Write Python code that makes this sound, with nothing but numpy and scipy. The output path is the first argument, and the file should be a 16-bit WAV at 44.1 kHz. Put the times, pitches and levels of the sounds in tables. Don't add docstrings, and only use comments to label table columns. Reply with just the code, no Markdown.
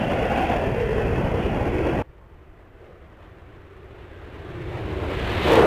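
import sys
import numpy as np
from scipy import signal
from scipy.fft import rfft, irfft, next_fast_len
from scipy.io import wavfile
from scipy.ndimage import uniform_filter1d, map_coordinates

SR = 44100
rng = np.random.default_rng(int(sys.argv[2]) if len(sys.argv) > 2 else 0)


def wav_out(sig):
    wavfile.write(sys.argv[1], SR, np.round(np.clip(np.atleast_2d(sig).T, -1, 1) * 32767).astype(np.int16))


N = 249606

# frequency in Hz, relative level in dB.
NEAR_RUMBLE_EQ = [(12, -28), (25, -20), (50, -5.5), (85, 3), (115, -2), (160, -7.5), (210, -13), (300, -30),
                  (500, -77)]
NEAR_ROAR_EQ = [(100, -50), (180, -10.5), (250, -4), (320, 2), (520, 0), (700, -3.5), (900, -6.5),
                (1100, -9), (1400, -19.5), (3000, -76)]
NEAR_RASP_EQ = [(600, -58), (1000, -7.5), (1200, -1.5), (1900, -1), (2400, -4.5), (3000, -6.5),
                (3600, -11.5), (4200, -17.5), (4900, -30), (6500, -52)]
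FAR_RUMBLE_EQ = [(12, -20), (25, -11.5), (45, -1.5), (90, 0), (150, -5), (210, -8), (300, -34), (500, -68)]
FAR_ROAR_EQ = [(100, -50), (170, -7.5), (220, 1), (320, -0.5), (500, 1), (620, -2.5), (800, -4.5),
               (1000, -11), (1200, -17), (1600, -24), (3000, -90)]
FAR_RASP_EQ = [(600, -57), (1000, -0.5), (1220, -8), (1450, 1), (2000, -1), (2300, -2.5), (2700, -2.5),
               (3000, -8), (3350, -11), (3600, -21), (4000, -33), (5000, -55)]
FIZZ_EQ = [(2000, -50), (3600, 0), (4500, 3), (6500, -2), (8000, -4), (10000, -7), (12000, -9),
           (15500, -11)]
BREEZE_EQ = [(12, -3), (25, 2.5), (50, 6.5), (75, 3.5), (110, -8), (250, -50.5), (800, -110)]
HISS_EQ = [(1000, -22), (4000, -2), (10000, -5), (15500, 0)]
# crest in seconds, half length in seconds, howl pitch in Hz,
# howl lift in dB, roar gain in dB, rasp gain in dB.
SURGES = [(2.867, 0.092, 472, 6.5, 6, 2.5), (3.196, .22, 400, -1, 0.5, 1.5), (3.86, 0.15, 393, 8, 1.5, -1),
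          (4.594, 0.26, 339, 8, 0.5, .5), (5.024, 0.12, 397, 5.5, 2.5, -1.1),
          (5.193, .12, 520, 1.5, 0, 2.5)]
# start in seconds, level in dB.
SHOCKS = [(5.4855, -17), (5.5216, -14), (5.5355, -16), (5.538, -15), (5.557, -12)]
# crest in seconds, half length in seconds, top pitch in Hz,
# howl lift in dB, gain of the whole roar in dB.
FAR_HOWLS = [(0.324, 0.29, 757, 10, .5), (0.872, 0.18, 460, 14, 1.5), (1.356, 0.036, 470, 16, 0.5),
             (1.84, 0.15, 347, 12.5, 2)]
# time in seconds, carry in dB.
CARRY = [(0, 2), (.2, 2), (.35, 5.3), (.53, 3.5), (.68, -1.5), (.9, 0.5), (1.6, -2), (1.96, 1.2),
         (2.02, -3.5)]
# centre in Hz, width in Hz, gain in dB.
FIZZ_NOTCHES = [(4030, 170, -1), (7800, 290, -11), (11760, 240, -7)]
# crest in seconds, lift over the lull in dB.
GUSTS = [(2.09, 8.5), (2.22, 7.5), (2.35, 7), (2.49, 7.5), (2.8, 3), (3.02, 4)]
# level abreast in dB, source length in metres, loss per tenfold
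# range in dB, gain from the climb in dB, gain in the exhaust cone in dB.
NEAR_RUMBLE = (-25.5, 67.5, 22.5, 9.5, 1.5)
NEAR_ROAR = (-13, 43.5, 21, 8, 14.5)
NEAR_RASP = (-25, 12.5, 25.5, 2.5, 3.5)
# base level in dB, dB gained per dB of carry.
FAR_RUMBLE, FAR_ROAR, FAR_RASP = (-27.5, -0.53), (-25.5, 0.49), (-36.5, 1.02)
# midpoint in seconds, transition width in seconds.
CLIMB = (4.436, 0.11)
CONE = (5.478, 0.02)
BEHIND = (5.58, 0.0087)

CUT_S = 2.023
ABREAST_S, SPEED_M_PER_S, MISS_M = 5.554, 119.2, 21.1
BRIGHT_TILT, AIR_TILT, BEHIND_TILT = 4.5, 7.5, 7.5
HOWL_HZ, CONE_HOWL_HZ, HOWL_DB, CONE_EXTRA_DB = 372, 461, 3, 4


def approaching_jet(t):
    roar_db, rasp_db = sum(np.outer(gains_db, swell(t, s, half_s))
                           for s, half_s, _, _, *gains_db in SURGES)
    rumble = pass_gain(t, *NEAR_RUMBLE) * turbulence(NEAR_RUMBLE_EQ, patchy_db=3)
    roar = howling(turbulence(NEAR_ROAR_EQ, patchy_db=1.5), near_howls, octaves=0.16)
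    roar *= amp(roar_db) * pass_gain(t, *NEAR_ROAR)
    rasp = amp(rasp_db) * pass_gain(t, *NEAR_RASP) * near_rasp()
    flutter_db = 0.61 * wobble(22.41) + 0.5 * wobble(120)
    jet = rumble + (roar + rasp) * amp(flutter_db)
    return jet + fizz(jet, gain_db=-5) + crackle(relax_s=0.00046)


def near_rasp():
    hz, t, bands = signal.stft(turbulence(NEAR_RASP_EQ, patchy_db=1), SR, nperseg=512)
    tilt = BRIGHT_TILT - AIR_TILT * range_decades(t, 0) - BEHIND_TILT * fade_in(t, *BEHIND)
    octaves = np.log2(np.maximum(hz[:, None], 1000) / 2000)
    return steady(signal.istft(bands * amp(tilt * octaves), SR, nperseg=512)[1][:N])


def near_howls(t):
    cone = fade_in(t, *CONE)
    held = (HOWL_HZ + (CONE_HOWL_HZ - HOWL_HZ) * cone, HOWL_DB + CONE_EXTRA_DB * cone)
    return [held] + [(hz, db * swell(t, s, half_s)) for s, half_s, hz, db, _, _ in SURGES]


def crackle(relax_s):
    out = np.zeros(N)
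    age = np.arange(SR // 100) / SR / relax_s
    for s, db in SHOCKS:
        out[round(s * SR):][:len(age)] += amp(db) * (1 - age) * np.exp(-age)
    return out


def pass_gain(t, abreast_db, length_m, spread_db, climb_db, cone_db):
    held_back_db = climb_db * (1 - fade_in(t, *CLIMB)) + cone_db * (1 - fade_in(t, *CONE))
    return amp(abreast_db - spread_db * range_decades(t, length_m) - held_back_db)


def range_decades(t, length_m):
    nearest_m = np.hypot(MISS_M, length_m)
    return np.log10(np.hypot(SPEED_M_PER_S * (t - ABREAST_S), nearest_m) / nearest_m)


def distant_jet(t):
    carry_db = np.interp(t, *np.transpose(CARRY))
    rumble_db, roar_db, rasp_db = [db + follow * carry_db
                                   for db, follow in (FAR_RUMBLE, FAR_ROAR, FAR_RASP)]
    rumble_db += 2.9 * swell(t, 1.17, half_s=0.18)
    roar_db += sum(db * swell(t, s, half_s) for s, half_s, _, _, db in FAR_HOWLS)
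    rumble = amp(rumble_db) * turbulence(FAR_RUMBLE_EQ, patchy_db=2)
    roar = amp(roar_db) * howling(turbulence(FAR_ROAR_EQ, patchy_db=2), far_howls, octaves=0.13)
    rasp = amp(rasp_db) * ground_reflection(turbulence(FAR_RASP_EQ, patchy_db=2.5), carry_db)
    flutter_db = 0.81 * wobble(25.03) + 0.57 * wobble(130)
    jet = rumble + (roar + rasp) * amp(flutter_db)
    return jet + notched(fizz(jet, gain_db=-6)) + high_whistle(t)


def far_howls(t, arch_octaves=0.13):
    howls = []
    for s, half_s, hz, db, _ in FAR_HOWLS:
        sag_octaves = arch_octaves * np.minimum(((t - s) / half_s) ** 2, 2)
        howls.append((hz * 2 ** -sag_octaves, db * swell(t, s, half_s)))
    return howls


def ground_reflection(x, carry_db, share=0.12):
    comb_hz = 650 + 7.5 * carry_db
    bounce = map_coordinates(x, [np.arange(N) - SR / comb_hz], order=1)
    return unit(x + share * bounce)


def turbulence(eq, patchy_db):
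    bands = signal.stft(rng.standard_normal(N), nperseg=1024)[2]
    eddies = uniform_filter1d(rng.standard_normal(bands.shape), size=3, axis=0)
    eddies = unit(uniform_filter1d(eddies, size=12, axis=1))
    patchy = signal.istft(bands * amp(patchy_db * eddies), nperseg=1024)[1][:N]
    return steady(coloured(patchy, eq))


def howling(x, howls, octaves):
    hz, t, bands = signal.stft(x, SR, nperseg=2048)
    lift_db = sum(db * np.exp(-0.5 * (np.log2((hz[:, None] + 1) / centre_hz) / octaves) ** 2)
                  for centre_hz, db in howls(t))
    return steady(signal.istft(bands * amp(lift_db), SR, nperseg=2048)[1][:N])


def fizz(jet, gain_db):
    return amp(gain_db) * coloured(np.gradient(jet) * rng.standard_normal(N), FIZZ_EQ)


def notched(x):
    return filtered(x, lambda hz: amp(sum(db * np.exp(-((hz - centre) / width) ** 2)
                                          for centre, width, db in FIZZ_NOTCHES)))


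def high_whistle(t, start_hz=8560, sag_hz_per_s=300, blur_hz=130, start_db=-73, fade_db_per_s=4):
    phase = 2 * np.pi * np.cumsum(start_hz - sag_hz_per_s * t) / SR
    blur = filtered(rng.standard_normal(N), lambda hz: np.exp(-(hz / blur_hz) ** 2))
    return amp(start_db - fade_db_per_s * t) * unit(blur * np.sin(phase))


def breeze(t, lull_db=-55.5, rise_db_per_s=3):
    gust_db = sum(db * swell(t, s, half_s=0.042) for s, db in GUSTS)
    return amp(lull_db + rise_db_per_s * (t - CUT_S) + gust_db) * turbulence(BREEZE_EQ, patchy_db=0)


def hiss():
    return amp(-80) * unit(coloured(rng.standard_normal(N), HISS_EQ))


def amp(db):
    return 10 ** (np.asarray(db) / 20)


def unit(x):
    return x / np.sqrt(np.mean(x ** 2) + 1e-20)


def steady(x):
    return x / np.sqrt(np.abs(uniform_filter1d(x ** 2, size=SR // 10)) + 1e-20)


def swell(t, s, half_s):
    return np.exp(-((t - s) / half_s) ** 2)


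def fade_in(t, s, width_s):
    return 0.5 + 0.5 * np.tanh((t - s) / (2 * width_s))


def wobble(rate):
    return map_coordinates(rng.standard_normal(1024), [np.arange(N) * rate / SR], mode="wrap")


def filtered(x, response):
    size = next_fast_len(N + SR // 2)
    return irfft(rfft(x, size) * response(np.fft.rfftfreq(size, 1 / SR)), size)[:N]


def coloured(x, eq):
    points_hz, db = np.transpose(eq)
    return filtered(x, lambda hz: amp(np.interp(np.log(hz + 1), np.log(points_hz), db)))


def scene():
    t = np.arange(N) / SR
    far_view = np.clip((CUT_S - t) / 0.00057, 0, 1)
    return (hiss() + far_view * distant_jet(t) + (1 - far_view) * (approaching_jet(t) + breeze(t)))[None]


def record(dry, ceiling=0.48, top_hz=15560):
    rounded = dry[0] / (1 + np.abs(dry[0] / ceiling) ** 6) ** (1 / 6)
    return filtered(rounded, lambda hz: hz < top_hz)[None]


dry = scene()
out = record(dry)
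wav_out(out)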